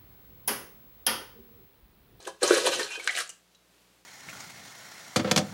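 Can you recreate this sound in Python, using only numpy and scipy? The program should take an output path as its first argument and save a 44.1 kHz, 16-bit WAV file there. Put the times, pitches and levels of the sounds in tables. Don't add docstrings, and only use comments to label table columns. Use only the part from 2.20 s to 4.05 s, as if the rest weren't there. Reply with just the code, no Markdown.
import sys
import numpy as np
from scipy import signal
from scipy.fft import rfft, irfft, next_fast_len
from scipy.io import wavfile
from scipy.ndimage import uniform_filter1d

SR = 44100
rng = np.random.default_rng(int(sys.argv[2]) if len(sys.argv) > 2 else 0)


def ratio_of_db(decibels):
    return 10 ** (np.asarray(decibels, float) / 20)


def master_out(mix):
    frames = np.transpose(np.atleast_2d(mix))
    ceiling = np.clip(frames, -1, 1)
    pcm = np.round(ceiling * 32767).astype(np.int16)
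    wavfile.write(sys.argv[1], SR, pcm)


N = 81585
T = np.arange(N) / SR

# (frequency [Hz], level [dB])
HUM = [(59.2, -80), (118.4, -83), (177.6, -76.5), (301.5, -87)]
# (frequency [Hz], density [dB per Hz])
AIR = [(25, -43), (55, -11), (129, -12), (180, 2), (222, -5), (303, -1), (1380, -7.5), (4000, -8.5),
       (15800, -18.5)]

# (time [s], effort [dB], cavity share [dB], high when the cup is deep)
TOUCH = [
    (0.0, -56, 21.5),
    (0.004, -52, -5),
    (0.048, -51.5, 5.5),
    (0.054, -45, -6.5),
    (0.066, -48.5, 2),
    (0.074, -34, 7.5),
    (0.146, -78, 4),
    (0.2, -63, -16),
]
DIG = [
    (0.205, -56, -1.5),
    (0.233, -21.5, 8),
    (0.267, -28.5, -5.1),
    (0.279, -28, -1.2),
    (0.297, -25.5, -4.8),
    (0.349, -22, 0.3),
    (0.43, -32, -1.5),
]
SHOVE = [
    (0.435, -33, 2),
    (.449, -28, -1),
    (0.473, -18.5, -1),
    (0.501, -36, 6),
    (0.539, -26, -1.5),
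    (0.583, -35.5, 4),
    (0.595, -26.5, -0.5),
    (0.7, -44.5, -12),
]
LIFT = [
    (0.705, -39.5, -38),
    (0.719, -38.5, -35),
    (0.757, -39.5, -17),
    (0.789, -47, 9),
    (0.799, -41, -22),
    (.825, -43, -15),
    (0.868, -39, 0),
]
TUMBLE = [
    (0.873, -39.5, -4),
    (0.943, -38.5, -37),
    (0.951, -33.5, -8),
    (1.005, -26.5, -28.5),
    (1.085, -64, -30),
    (1.095, -43.5, -37),
    (1.111, -63, -11),
    (1.2, -74, -16),
]
# (frequency [Hz], density [dB per Hz])
ICE = [(350, -33), (600, -13), (850, -16), (1560, 3.5), (2080, -5), (2460, -1.5), (4190, -1.5),
       (9520, -7.5), (15800, -30)]
SIZE_EDGES_HZ = [0, 1300, 2400, 3600, 5400, 8000, 11500, 22050]
# (frequency [Hz], level [dB], t60 [s])
WALL = [(977, 4.5, 0.022), (1121.6, 1, 0.043), (1276, 3, 0.036), (1554, -8, 0.031), (1687, -2, 0.0484),
        (2040, -0.5, 0.018), (2800, 0.5, 0.03), (2670, -21, 0.066), (3092, -3.5, 0.091),
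        (3383, -21.5, 0.03), (4160, -4.5, 0.061), (4284, 5, 0.05), (5100, -14, 0.04), (6700, -10, 0.04)]
# (frequency [Hz], level [dB], t60 [s])
LOOSE = [(716, 4, 0.021), (1295, 4.5, 0.015), (1600, -24.5, 0.024), (2084, -1.5, 0.033),
         (2270, -27.5, .015), (2930, -8, 0.034), (4200, -4.5, 0.0083)]
# (frequency [Hz], level [dB], t60 [s])
CAVITY = [(381, -18, 0.023), (427, -2, 0.12), (450.5, -8.5, 0.03), (530.3, 2, 0.081), (549.5, 2.5, 0.073),
          (670, 0, 0.04), (790, -6.5, 0.03), (880, -12.5, 0.024)]

# (time [s], peak [dB], pitch [Hz])
CRACKS = [(0.0702, -30, 1600), (0.221, -26, 1630), (0.2309, -15.5, 4350), (0.3077, -14.5, 1530),
          (0.4673, -15, 4060), (0.5297, -20, 2720), (0.595, -18.5, 1770), (0.6305, -22, 4200),
          (0.7558, -29, 1600), (0.7974, -27, 2270), (0.8745, -23, 1750), (0.8844, -21, 2250),
          (0.8945, -19, 1980), (0.9522, -20, 4170), (0.9729, -24, 1740), (0.9871, -49, 1600),
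          (1.0076, -33, 1242), (1.3483, -49.5, 3940), (.079, -41, 990), (.089, -36, 1030),
          (.279, -15, 6300), (.8755, -18, 4160), (.893, -31, 3200), (.904, -24.5, 3260),
          (.548, -25.5, 4250), (.556, -21, 6300), (1.094, -37.5, 2880)]
# (time [s], peak [dB], pitch [Hz])
CHIPS = [(0.0054, -45, 5900), (0.0273, -43.5, 7200), (0.0528, -51, 5004), (0.0746, -34, 9000),
         (.0555, -47, 4216), (.0695, -42, 9000), (0.2314, -14, 7800), (0.2768, -15, 6400),
         (0.8435, -29.5, 7700), (0.8684, -34, 8300), (1.3475, -57, 2785), (1.35, -51.5, 6450),
         (.797, -43.5, 9000), (1.101, -30.5, 7000)]
# (time [s], peak [dB], pitch [Hz])
KNOCKS = [
    (.8748, -13, 1800),
    (.8935, -18, 2100),
    (.9525, -24, 2900),
    (.9735, -22, 2600),
    (.988, -19, 1700),
    (1.0928, -29, 7400),
    (1.0945, -28, 8200),
    (1.0975, -31, 7400),
]
# (time [s], peak [dB], pitch [Hz])
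MORE_KNOCKS = [(.8752, -20, 6500), (.8752, -24, 8300), (.8752, -22, 2800), (.8754, -21, 3900), (.879, -28, 5800),
               (.909, -29, 7300), (.9125, -33, 8000), (.9648, -27, 8000), (.9655, -26, 2500), (.9737, -28, 6800),
               (.9795, -25, 1700), (.9795, -30, 10000), (.988, -24, 9500), (.9885, -28, 6500), (.992, -27, 6500),
               (1.0043, -27, 8500), (1.0078, -26, 8000), (1.0185, -31, 9500), (1.0762, -36, 7200),
               (.0778, -29, 1000), (.0533, -38, 7000), (.0535, -39, 3000), (.3075, -18, 1600), (.8935, -25, 3300)]
# (time [s], peak [dB], pitch [Hz], t60 [s])
THUDS = [(.062, -29, 430, 0.022), (.075, -32, 530, 0.022), (.077, -30, 330, 0.021),
         (.2185, -13.5, 481, 0.02), (.234, -26, 524, 0.025), (.250, -28, 550, 0.038),
         (0.3051, 0.5, 385, 0.029), (0.3065, -2, 529, 0.012), (.315, -18, 479, 0.016),
         (.3205, -10.5, 480, 0.02), (.331, -14, 442, 0.045), (0.341, -17, 483, .04),
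         (.383, -11, 510, 0.011), (0.439, -17, 517, 0.058), (.453, -11, 520, 0.034),
         (.469, -11, 535.5, 0.071), (.518, -24, 514, 0.021), (.606, -22, 423.6, 0.13),
         (.628, -27.5, 410, 0.098), (.645, -33, 402, 0.075), (.775, -31.5, 447, 0.024),
         (.874, -46, 650, 0.031)]
# (frequency [Hz], level [dB], t60 [s])
SCRAPE = [(2494, -2, 0.12), (2730, -3.5, 0.057), (6300, -11, 0.018)]

AIR_DB, RUSTLE_S, RUSTLE_LEN_S, RUSTLE_DB = -65.5, 1.47, 0.33, 2.5
CUP_OUT_S, CUP_OUT_FADE_S = 0.8, 0.06
GRAINS_PER_S, GRAIN_SPREAD_DB, CLUMP_DB, CLUMPS_PER_S = 6000, 3, 1.96, 70
ICE_DB, WALL_DB, LOOSE_DB, CAVITY_DB = -3.5, -11.5, -15, -5
SPARKLE_HZ, SPARKLE_DB_PER_DB, SPARKLE_AT_DB = 7000, -0.0469, -33
PATCHY_DB, PATCHES_PER_S = 3, 35
COUNTER_DB, COUNTER_LAG_S = -37, 0.05
CRACK_S, CRACK_CYCLES, CRACK_DB = 0.009, 33.36, -4.5
CHIP_S, CHIP_CYCLES, CHIP_DB = 0.0035, 6.3, 2
KNOCK_S, KNOCK_CYCLES = 0.0012, 9
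SNAP_EDGE, SNAP_FLOOR, KICK_DB = 1.98, 0.72, -25
THUD_PUSH_S, THUD_DB, THUD_CAVITY_DB = 0.005057, -4, -18
SCRAPE_S, SCRAPE_LEN_S, SCRAPE_DB = 0.674, 0.102, -39.5
SCRAPE_PER_S, SCRAPE_JITTER, SCRAPE_SPREAD_DB = 310, 0.2, 3
MOUTH_HZ, LEAK_DB = 313, -54
ROOM_T60_S, ROOM_DB, ROOM_TOP_HZ, ROOM_GAP_S = 0.28, -10, 9000, 0.00075


def unit(x):
    return x / np.sqrt(np.mean(x ** 2) + 1e-30)


def ring(x, modes):
    out = 0
    for hz, db, t60_s in modes:
        r = np.exp(-np.log(1000) / (max(t60_s, 1 / 2000) * SR))
        w = 2 * np.pi * hz / SR
        out = out + ratio_of_db(db) * signal.lfilter([0, np.sin(w)], [1, -2 * r * np.cos(w), r * r], x)
    return out


def colour(x, points):
    p, n = np.array(points), next_fast_len(len(x))
    hz = np.maximum(np.arange(n // 2 + 1) * SR / n, 1)
    gain = ratio_of_db(np.interp(np.log(hz), np.log(p[:, 0]), p[:, 1]))
    return irfft(rfft(x, n) * gain, n)[:len(x)]


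def walk(rate_hz):
    hold = int(SR / rate_hz)
    steps = rng.standard_normal(N)[np.arange(N) // hold]
    return unit(uniform_filter1d(steps, hold // 2))


def kitchen():
    rustle = np.sin(np.pi * np.clip((T - RUSTLE_S) / RUSTLE_LEN_S, 0, 1))
    level_db = AIR_DB + RUSTLE_DB * rustle + 0.6 * walk(22)
    out = ratio_of_db(level_db) * unit(colour(rng.standard_normal(N), AIR))
    for k, (hz, db) in enumerate(HUM):
        out = out + np.sqrt(2) * ratio_of_db(db + 1.5 * walk(2.1)) * np.sin(2 * np.pi * hz * T + k)
    return out


def digging():
    path = list(TOUCH) + list(DIG) + list(SHOVE) + list(LIFT) + list(TUMBLE) + [(1.25, -100, -31)]
    s, effort_db, deep_db = np.array(path).T
    return np.interp(T, s, effort_db), ratio_of_db(np.interp(T, s, deep_db))


def grains():
    spectrum, f = 0, np.arange(N // 2 + 1) * SR / N
    for lo, hi in zip(SIZE_EDGES_HZ[:-1], SIZE_EDGES_HZ[1:]):
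        chance, side, size = rng.random((3, N))
        strength = ratio_of_db(-GRAIN_SPREAD_DB * np.log(size + 0.004))
        hits = (chance < GRAINS_PER_S / SR) * np.sign(side - 0.5) * strength
        clumped = hits * ratio_of_db(CLUMP_DB * walk(CLUMPS_PER_S))
        spectrum = spectrum + rfft(clumped) * ((f >= lo) & (f < hi))
    return unit(irfft(spectrum, N))


def patchy(x, modes):
    return sum(ring(x * ratio_of_db(PATCHY_DB * walk(PATCHES_PER_S)), [mode]) for mode in modes)


def crunch(effort_db, deep):
    effort = ratio_of_db(effort_db)
    cup_out = np.clip((T - CUP_OUT_S) / CUP_OUT_FADE_S, 0, 1)
    g = grains()
    top = signal.lfilter(*signal.butter(2, SPARKLE_HZ, "high", fs=SR), g)
    sparkle = ratio_of_db(SPARKLE_DB_PER_DB * (effort_db - SPARKLE_AT_DB))
    ice = g + top * (sparkle - 1)
    direct = colour(ice * effort, ICE) * ratio_of_db(ICE_DB) / np.std(colour(g, ICE))
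    wall = patchy(g * effort * (1 - cup_out), WALL) * ratio_of_db(WALL_DB) / np.std(ring(g, WALL))
    rim = patchy(g * effort * cup_out, LOOSE) * ratio_of_db(LOOSE_DB) / np.std(ring(g, LOOSE))
    cavity = ring(g * effort * deep, CAVITY) * ratio_of_db(CAVITY_DB) / np.std(ring(g, CAVITY))
    return direct + wall + rim + cavity


def counter_rock(effort_db, deep):
    band = signal.butter(3, (75.1, 200), "band", fs=SR)
    rumble = unit(signal.lfilter(*band, rng.standard_normal(N)))
    push = uniform_filter1d(ratio_of_db(effort_db) * deep, size=3000)
    return rumble * np.roll(push, int(COUNTER_LAG_S * SR)) * ratio_of_db(COUNTER_DB)


def snaps(table, burst_s, cycles):
    out, n = np.zeros(N + 2048), np.arange(2048)
    edge = SNAP_EDGE * np.sqrt(burst_s * SR / 10) * (n == 0)
    for (s, db, hz), z in zip(table, rng.standard_normal((len(table), 2048))):
        burst = z * np.exp(-n / (burst_s * SR)) + edge
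        own = ring(ring(burst, [(hz, 0, 5 / hz)]), [(hz, 0, cycles / hz)])
        own = signal.lfilter(*signal.butter(4, SNAP_FLOOR * hz, "high", fs=SR), own)
        start = int(s * SR)
        out[start:start + 2048] += ratio_of_db(db) * own / np.abs(own).max()
    return out[:N]


def cracks():
    kick = np.zeros(N)
    for s, db, hz in CRACKS:
        kick[int(s * SR)] = ratio_of_db(db + KICK_DB)
    inside = T < CUP_OUT_S
    lumps = ratio_of_db(CRACK_DB) * snaps(CRACKS, CRACK_S, CRACK_CYCLES)
    chips = ratio_of_db(CHIP_DB) * snaps(CHIPS, CHIP_S, CHIP_CYCLES)
    loose = snaps(list(KNOCKS) + list(MORE_KNOCKS), KNOCK_S, KNOCK_CYCLES)
    return lumps + chips + loose + ring(kick * inside, WALL) + ring(kick * ~inside, LOOSE)


def thuds():
    out, kick, u = 0, np.zeros(N), np.arange(int(THUD_PUSH_S * SR))
    for s, db, hz, t60_s in THUDS:
        push = np.zeros(N)
        push[int(s * SR) + u] = ratio_of_db(db + THUD_DB) * np.sin(2 * np.pi * hz * u / SR) * 2 / len(u)
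        out = out + ring(push, [(hz, 0, t60_s)])
        kick = kick + push
    return out + ratio_of_db(THUD_CAVITY_DB) * ring(kick, CAVITY)


def scrape():
    phase = np.cumsum(SCRAPE_PER_S * (1 + SCRAPE_JITTER * walk(200))) / SR
    ticks = np.diff(np.floor(phase), prepend=0) * ratio_of_db(SCRAPE_SPREAD_DB * rng.standard_normal(N))
    stroke = np.sin(np.pi * np.clip((T - SCRAPE_S) / SCRAPE_LEN_S, 0, 1))
    return ratio_of_db(SCRAPE_DB) * ring(ticks * stroke, SCRAPE) / np.std(ring(ticks, SCRAPE))


def mouth(x):
    high = signal.butter(5, MOUTH_HZ, "high", fs=SR, output="sos")
    return signal.sosfilt(high, x) + ratio_of_db(LEAK_DB) * x


def room(x):
    t = T[:SR // 2]
    tail = rng.standard_normal(len(t)) * np.exp(-np.log(1000) * t / ROOM_T60_S) * (t > ROOM_GAP_S)
    tail = signal.lfilter(*signal.butter(1, ROOM_TOP_HZ, fs=SR), tail)
    return ratio_of_db(ROOM_DB) * signal.fftconvolve(x, tail / np.sqrt(np.sum(tail ** 2)))[:N]


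def scene():
    floor = kitchen()
    effort_db, deep = digging()
    bucket = mouth(crunch(effort_db, deep) + cracks() + thuds() + scrape())
    return (bucket + room(bucket) + counter_rock(effort_db, deep) + floor)[None]


def top_cut(x):
    return signal.sosfilt(signal.butter(12, 15970, fs=SR, output="sos"), x)


def record(dry):
    return top_cut(dry)


dry = scene()
out = record(dry)
master_out(out)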